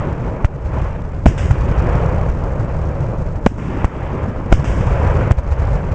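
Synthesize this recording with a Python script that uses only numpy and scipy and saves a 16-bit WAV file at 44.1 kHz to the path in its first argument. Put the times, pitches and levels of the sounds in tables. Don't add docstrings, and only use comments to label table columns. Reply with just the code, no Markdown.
import sys
import numpy as np
from scipy import signal
from scipy.io import wavfile
from scipy.ndimage import uniform_filter1d

SR = 44100
rng = np.random.default_rng(int(sys.argv[2]) if len(sys.argv) > 2 else 0)


def attenuation_scalar(level_db):
    decades = np.asarray(level_db, float) / 20
    return 10 ** decades


def unload_wav(signal):
    wavfile.write(
        sys.argv[1],
        SR,
        np.round(np.clip(np.atleast_2d(signal).T, -1, 1) * 32767).astype(np.int16),
    )


N = 261954

# t/s, strength/dB, bass/dB, brightness/(dB/octave)
LAUNCH_RETURNS = [
    (-.38, 1.5, -8, 0.6),
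    (.4449, 2, -3.5, -0.2),
    (1.5092, -3.5, 2, -2.5),
    (3.8443, -3, -3.5, -5.7),
    (5.3095, 2, 0, -0.5),
]
SHELL_RETURNS = [
    (-1.07, -2, -8.5, .1),
    (1.4042, 0, -1.4, -0.66),
    (3.5, -1, -11.5, 0.68),
    (4.5, 1, -0.3, 0.18),
]
# delay/s, level/dB
LAUNCH_SWELL = [(0, -61), (.18, -51.5), (.23, -38.5), (.32, -30), (.43, -31.5), (.55, -38), (.8, -43),
                (1.5, -52.5)]
SHELL_SWELL = [(0, -45), (.13, -34.5), (0.299, -30), (.45, -26), (0.551, -24.5), (.73, -25), (.9, -29.5),
               (1.7, -29), (2.15, -38.5)]
LATE_DB_PER_S = 5
# offset/dB, share, early lift/dB, lift decay/s, floor/dB
RUMBLE_LAW = (-11, 0.37, 6.5, 0.28, -27)
BOOM_LAW = (-12, 0.8048, 13.5, 0.2251, -44)
ROAR_LAW = (0.23, 1.1019, 0.8, 1, -40)
BRIGHT_DB, DULL_DB, DULLING_S, AGEING_DB_PER_S = 5.5, -1, 0.33, 1.02
# f/Hz, density/dB
RUMBLE_SPECTRUM = [(8.8, -27), (15, -5.5), (37, -0.5), (86, -1), (135, -3.5), (170, -8.5), (220, -36),
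                   (370, -120)]
BOOM_SPECTRUM = [(100, -33.5), (170, -5.5), (231, -9), (400, -11.5), (520, -49), (880, -120)]
ROAR_SPECTRUM = [(250, -34), (420, -11), (490, -4), (561, -1.5), (640, -11), (772, -11.5), (899, -9),
                 (1000, -11.5), (1570, -18), (2000, -23), (2400, -24.5), (3200, -34.5), (3700, -41.5),
                 (4500, -42), (9000, -120)]
# t/s, drop/dB, recovery/s
DUCKS = [
    (0.452, 10, 0.22),
    (1.27, -6.5, .16),
    (3.476, 8, 0.13),
    (3.853, 8.5, 0.51),
    (4.54, 3, .14),
    (5.319, 9.5, 0.28),
]

# delay/s, peak level/dB, f/Hz, length/cycles
LAUNCH_BOOMS = [(0.0953, -24.5, 56.8, 2.1), (0.165, -20.5, 53.8, 3.4), (0.2133, -8, 59.2, 0.79),
                (0.2764, -17, 54.8, 1.7), (0.2926, -10.5, 97.2, 1.4), (0.3206, -13.5, 64.2, 2.5),
                (0.3376, -20, 102, 4), (0.367, -19.5, 85, 2.4), (0.413, -17, 55.4, 2.3),
                (0.449, -20.5, 143, 1.7), (0.4722, -34, 62.2, 1.2), (0.6053, -25.5, 86.5, 2.3)]
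# delay/s, peak level/dB, f/Hz, length/cycles
SHELL_BOOMS = [(0.0801, -18, 75, 1.7), (0.1027, -8, 138.4, 2.3), (0.1838, -12.5, 96.7, 1.6),
               (0.2064, -10, 52, 2.5), (0.2887, -15.5, 54.2, 2.3), (0.3096, -4, 118, 0.7),
               (0.3811, -7.5, 100, 1.1), (0.4096, -17.5, 85.6, 1.5), (0.4548, -21, 66, 1.5),
               (0.5304, -6.5, 87, 0.7), (0.5527, -13, 139, 1.9), (0.5757, -21.5, 101, 2.5),
               (0.5912, -12.5, 64.4, 4.4), (0.6184, -11, 117, 1.7), (0.6715, -14.5, 98.3, 3),
               (0.7079, -15, 54.7, 1.1), (0.8061, -8, 55.8, 0.61), (0.8868, -6.5, 65.4, 1.1),
               (0.9972, -17, 55.5, 1.7), (1.0587, -20, 59, 0.84), (1.2064, -13, 103.6, 2.8),
               (1.2892, -13, 64.7, 2.1), (1.4161, -18.5, 87.3, 3.7), (1.6007, -11, 100, 2.2),
               (1.624, -9, 135, 3.1), (1.788, -8.5, 98, 0.36)]
# t/s, peak level/dB, f/Hz, length/cycles
STRAYS = [(0.2757, -17, 49.8, 2.1), (0.8449, -15, 50, 2.6), (1.4132, -15.5, 57.6, 2.6),
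          (1.459, -7.5, 76, 0.98), (1.7964, -10.5, 135, 1.7), (1.805, -12.5, 50, 1.4),
          (1.9002, -11.5, 50.1, 2.1), (1.9066, -12.5, 100, 2.6), (1.9583, -9.5, 136, 2.1),
          (1.9619, -16.5, 76, 2.4), (2.0576, -9.4, 116, 0.9), (2.0821, -16, 50, 1.9),
          (2.8159, -16.5, 76, 3.2), (3.2739, -15.7, 50, 2.6), (3.3642, -16, 87, 2.6),
          (4.2395, -10, 87, 2.2), (4.5088, -11, 58, 0.67), (4.82, -14, 100, 2.3), (4.8712, -9, 87, 0.6),
          (4.9211, -7.5, 75.4, 0.9), (5.0032, -11.5, 86.6, 2.6), (5.0766, -16, 50, 1.3),
          (5.0853, -12.6, 87, 2.6), (5.1329, -11.5, 58, 1.5), (5.1565, -11.5, 75.6, 1.9),
          (5.2567, -12, 115, 1.9), (5.5238, -14.4, 76, 1.9), (5.7197, -13, 115, 2.6),
          (5.7832, -15, 76.4, 2.6), (5.9265, -15.5, 100, 2.4)]
# t/s, peak level/dB, f/Hz, length/cycles
SWINGS = [(.4525, -1, 85, .6), (1.2680, 4, 70, .7), (1.2822, -5, 105, 2.2), (1.5160, -1, 70, .6),
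          (3.4735, -12, 120, .7), (3.5195, -15, 240, 1.5), (3.8520, -3, 85, .6), (4.534, 4, 42, .6),
          (4.549, -8, 95, 1.5), (4.6075, -8, 82, 1.2), (5.3170, -1, 80, .6)]

# t/s, peak level/dB, push/ms, rise/ms
LAUNCHES = [
    (.4449, 1, 5.6, .8),
    (1.5097, -4, 3.6, .9),
    (3.8443, 1, 4.8, .3),
    (5.3100, 1, 5.2, .6),
]
LAUNCH_SUCTION = .82
GROUND_MS, GROUND_DB, GROUND_PUSH_MS = .5, 7, .5
# t/s, peak level/dB, push/ms
SHELLS = [
    (1.2586, 13, 2.45),
    (3.4628, 14, 1.45),
    (4.5243, 15, 1.8),
]
SHELL_SUCTION, SHELL_GROUND_DB = .85, -9
# t/s, peak level/dB, push/ms, suction depth
BOUNCES = [
    (1.2632, 10.5, 1.2, 1),
    (1.2645, 8, 1.5, 1.2),
    (3.4656, 10.5, .7, 1.4),
    (3.4669, 8, 1.3, 1.4),
    (3.4681, 0, 1.1, .6),
    (4.5270, 13.5, .5, 1.5),
    (4.5283, 9, .9, 1.5),
    (4.5297, 0, 1.0, 1.5),
]
BOUNCE_RISE_MS = .17
# f/Hz, density/dB
RIPPLE_SPECTRUM = [(200, -30.5), (600, -9), (1200, 0.5), (2500, -4), (5000, -32), (9000, -34)]

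# t/s, near level/dB, near t60/s, wall level/dB, wall t60/s
BURSTS = [
    (1.259, -31.5, 0.3, -33.5, 0.69),
    (3.459, -43, 0.29, -48.5, 2.5),
    (4.5246, -35.5, 0.38, -37, 1.5),
]
NEAR_S, WALL_S = .011, .117
# t/s, peak level/dB, push/ms
SLAPS = [(1.3785, -7, .7), (1.3942, -6, .5), (1.5093, -2, .6), (1.889, -4, 1.0), (1.9585, -5, 1.0),
         (2.6825, -8, 1.0), (3.0435, -9, 1.0), (3.5835, -11, .6), (4.5193, 2, .8), (4.5785, -8, 1.5),
         (4.6443, -3, .8)]
# f/Hz, density/dB
SCATTER_SPECTRUM = [(600, -29.5), (1500, -3), (3000, -8.5), (4200, -21), (5200, -17.5), (7300, -26.5),
                    (9000, -29), (11700, -65)]

PORT_HZ, PORT_WIDTH_HZ = 4200, 1500
CAPSULE_HZ, CAPSULE_WIDTH_HZ, CAPSULE_DB = 7330, 3000, 5.5
# f/Hz, density/dB
GRIT_SPECTRUM = [(1500, -30.5), (3000, -4.5), (4500, -4), (6000, -2.5), (7200, -4.5), (8200, -9.5),
                 (9000, -7.5), (11700, -46.5)]
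GRIT_SETTLE = 1 / 800
GRIT_FLOOR = .01


def evened(x):
    return x / np.sqrt(np.mean(x ** 2) + 1e-20)


def read(points, hz):
    f, value = np.transpose(points)
    return np.interp(np.log(hz + 1), np.log(f + 1), value)


def add(mix, s, sound):
    part = mix[round(s * SR):][:len(sound)]
    part += sound[:len(part)]


def noise(spectrum, size, patchy_db=0, flicker_db=0, tilt_db=0):
    hop = size // 4
    frames, hz = N // hop + 5, np.fft.rfftfreq(size, 1 / SR)
    real, imag, patches = rng.standard_normal((frames, len(hz), 3)).T
    patches = uniform_filter1d(patches, size=6, axis=0)
    patches = evened(uniform_filter1d(patches, size=8, axis=1))
    flicker = evened(uniform_filter1d(rng.standard_normal(frames), size=3))
    tilt = np.interp(np.arange(frames) * hop, np.arange(N), tilt_db * np.ones(N))
    octaves = np.log2(np.maximum(hz, 600) / 600)[:, None]
    level_db = read(spectrum, hz)[:, None] + patchy_db * patches + flicker_db * flicker + tilt * octaves
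    bins = (real + 1j * imag) * attenuation_scalar(level_db)
    return evened(signal.istft(bins, nperseg=size, noverlap=size - hop)[1][:N])


def echoes():
    rows = []
    for returns, swell, aloft in ((LAUNCH_RETURNS, LAUNCH_SWELL, .1), (SHELL_RETURNS, SHELL_SWELL, 1)):
        delay, db = np.transpose(swell)
        for s, strength_db, bass_db, bright_db in returns:
            age = np.arange(0, N + 64, 64) / SR - s
            swell_db = np.interp(age, delay, db) - LATE_DB_PER_S * np.maximum(age - delay[-1], 0)
            strength_db = np.where(age < 0, -200, strength_db)
            constants = [np.full(len(age), float(v)) for v in (bass_db, bright_db, aloft)]
            rows.append((np.maximum(age, 0), strength_db, swell_db, *constants))
    return np.transpose(rows, (1, 0, 2))


def roll():
    age, strength_db, swell_db, bass_db, bright_db, aloft = echoes()

    def power(offset_db, share, early_db, early_s):
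        early = aloft * early_db * np.exp(-age / early_s)
        return attenuation_scalar(strength_db + offset_db + share * swell_db + early) ** 2

    def full(v):
        return np.interp(np.arange(N), np.arange(len(v)) * 64, v)

    def level(law, deepness):
        echo_power = (power(*law[:4]) * attenuation_scalar(2 * deepness * bass_db)).sum(0)
        return full(np.sqrt(echo_power + attenuation_scalar(law[4]) ** 2))

    tilt_db = DULL_DB + bright_db + BRIGHT_DB * np.exp(-age / DULLING_S) - AGEING_DB_PER_S * age
    tilt_db = np.average(tilt_db, axis=0, weights=power(*ROAR_LAW[:4]))
    rumble = noise(RUMBLE_SPECTRUM, size=2048, patchy_db=.6, flicker_db=.4)
    boom = noise(BOOM_SPECTRUM, size=1024, patchy_db=1.0, flicker_db=2.5)
    roar = noise(ROAR_SPECTRUM, size=512, patchy_db=0.9, flicker_db=1.12, tilt_db=full(tilt_db))
    out = attenuation_scalar(1.0) * level(RUMBLE_LAW, .6) * rumble
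    out += attenuation_scalar(3.0) * level(BOOM_LAW, -.4) * boom
    out += attenuation_scalar(3.0) * level(ROAR_LAW, 0) * roar
    return out


def ducking():
    drop_db, t = np.zeros(N), np.arange(2 * SR) / SR
    for s, db, recovery_s in DUCKS:
        add(drop_db, s, db * np.exp(-t / recovery_s))
    return attenuation_scalar(-drop_db)


def deep(rows, less_db):
    out, t = np.zeros(N), np.arange(-SR // 20, SR // 20) / SR
    for s, db, hz, cycles in rows:
        wave = -np.cos(2 * np.pi * hz * t - .3) * np.exp(-(t * hz / (.6 * cycles)) ** 2)
        add(out, s + t[0], attenuation_scalar(db - less_db) * wave)
    return out


def booms():
    rows = []
    for returns, walls in ((LAUNCH_RETURNS, LAUNCH_BOOMS), (SHELL_RETURNS, SHELL_BOOMS)):
        for s, strength_db, bass_db, _ in returns:
            for delay, db, hz, cycles in walls:
                if s + delay > 1 / 18:
                    rows.append((s + delay, strength_db + bass_db + db, hz, cycles))
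    far = deep(rows, less_db=1.4) + deep(STRAYS, less_db=0.5)
    rough = attenuation_scalar(-17.5) * uniform_filter1d(abs(far), size=200) * noise(ROAR_SPECTRUM, size=512)
    return far + rough + deep(SWINGS, less_db=2.5)


def front(db, push_ms, suction, rise_ms, sign):
    t_ms = np.arange(SR // 10) / SR * 1000
    u = t_ms / push_ms
    rise = 1 - np.exp(-(t_ms / rise_ms) ** 2)
    return sign * attenuation_scalar(db) * rise * (1 - u ** 2) * np.exp(-suction * u ** 1.5)


def blasts():
    out = np.zeros(N)
    for s, db, push_ms, rise_ms in LAUNCHES:
        add(out, s, front(db, push_ms, LAUNCH_SUCTION, rise_ms, 0.92))
        tick = front(db + GROUND_DB, GROUND_PUSH_MS, 1.5, .3, -1)
        add(out, s + (rise_ms + GROUND_MS) / 1000, tick)
    for s, db, push_ms in SHELLS:
        add(out, s, front(db, push_ms, SHELL_SUCTION, .18 * push_ms, 1))
        ground = front(db + SHELL_GROUND_DB, .7 * push_ms, 1.5, .2 * push_ms, -1)
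        add(out, s + .9 * push_ms / 1000, ground)
    for s, db, push_ms, suction in BOUNCES:
        add(out, s, front(db, push_ms, suction, BOUNCE_RISE_MS + .15 * push_ms, 1))
    strength = signal.lfilter([.02], [1, -.98], np.minimum(abs(out), 1))
    return out + attenuation_scalar(-22) * strength * noise(RIPPLE_SPECTRUM, size=256)


def scatter():
    level, slaps, t = np.zeros(N), np.zeros(N), np.arange(SR) / SR
    for s, near_db, near_t60, wall_db, wall_t60 in BURSTS:
        add(level, s + NEAR_S, attenuation_scalar(near_db - 60 * t / near_t60))
        add(level, s + WALL_S, attenuation_scalar(wall_db - 60 * t / wall_t60) * (1 - np.exp(-t / 0.0011)))
    for s, db, push_ms in SLAPS:
        add(slaps, s, front(db, push_ms, 1.1, .4 * push_ms, 1))
    return level * noise(SCATTER_SPECTRUM, size=256, patchy_db=1, flicker_db=.5) + slaps


def scene():
    return (ducking() * roll() + booms() + blasts() + scatter())[None]


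def roll_off(x):
    return signal.sosfilt(signal.butter(12, 9170, fs=SR, output="sos"), x)


def record(dry):
    x = np.clip(dry, -1.0, 1.02)
    x = signal.lfilter(*signal.iirnotch(PORT_HZ, PORT_HZ / PORT_WIDTH_HZ, SR), x)
    lift = signal.lfilter(*signal.iirpeak(CAPSULE_HZ, CAPSULE_HZ / CAPSULE_WIDTH_HZ, SR), x)
    x = x + attenuation_scalar(CAPSULE_DB) * lift
    remembered = signal.lfilter([GRIT_SETTLE], [1, GRIT_SETTLE - 1], np.minimum(abs(x), .25))
    grit_level = np.hypot(x, GRIT_FLOOR + .5 * remembered)
    x = x + attenuation_scalar(-39.5) * grit_level * noise(GRIT_SPECTRUM, size=256)
    x = signal.sosfilt(signal.butter(1, 4, "high", fs=SR, output="sos"), x)
    edge = signal.firwin(61, 8700, window=("kaiser", 8), fs=SR)
    x = signal.oaconvolve(x, edge[None], "same")
    mix = np.clip(x, -1, 1)
    return roll_off(mix)


dry = scene()
out = record(dry)
unload_wav(out)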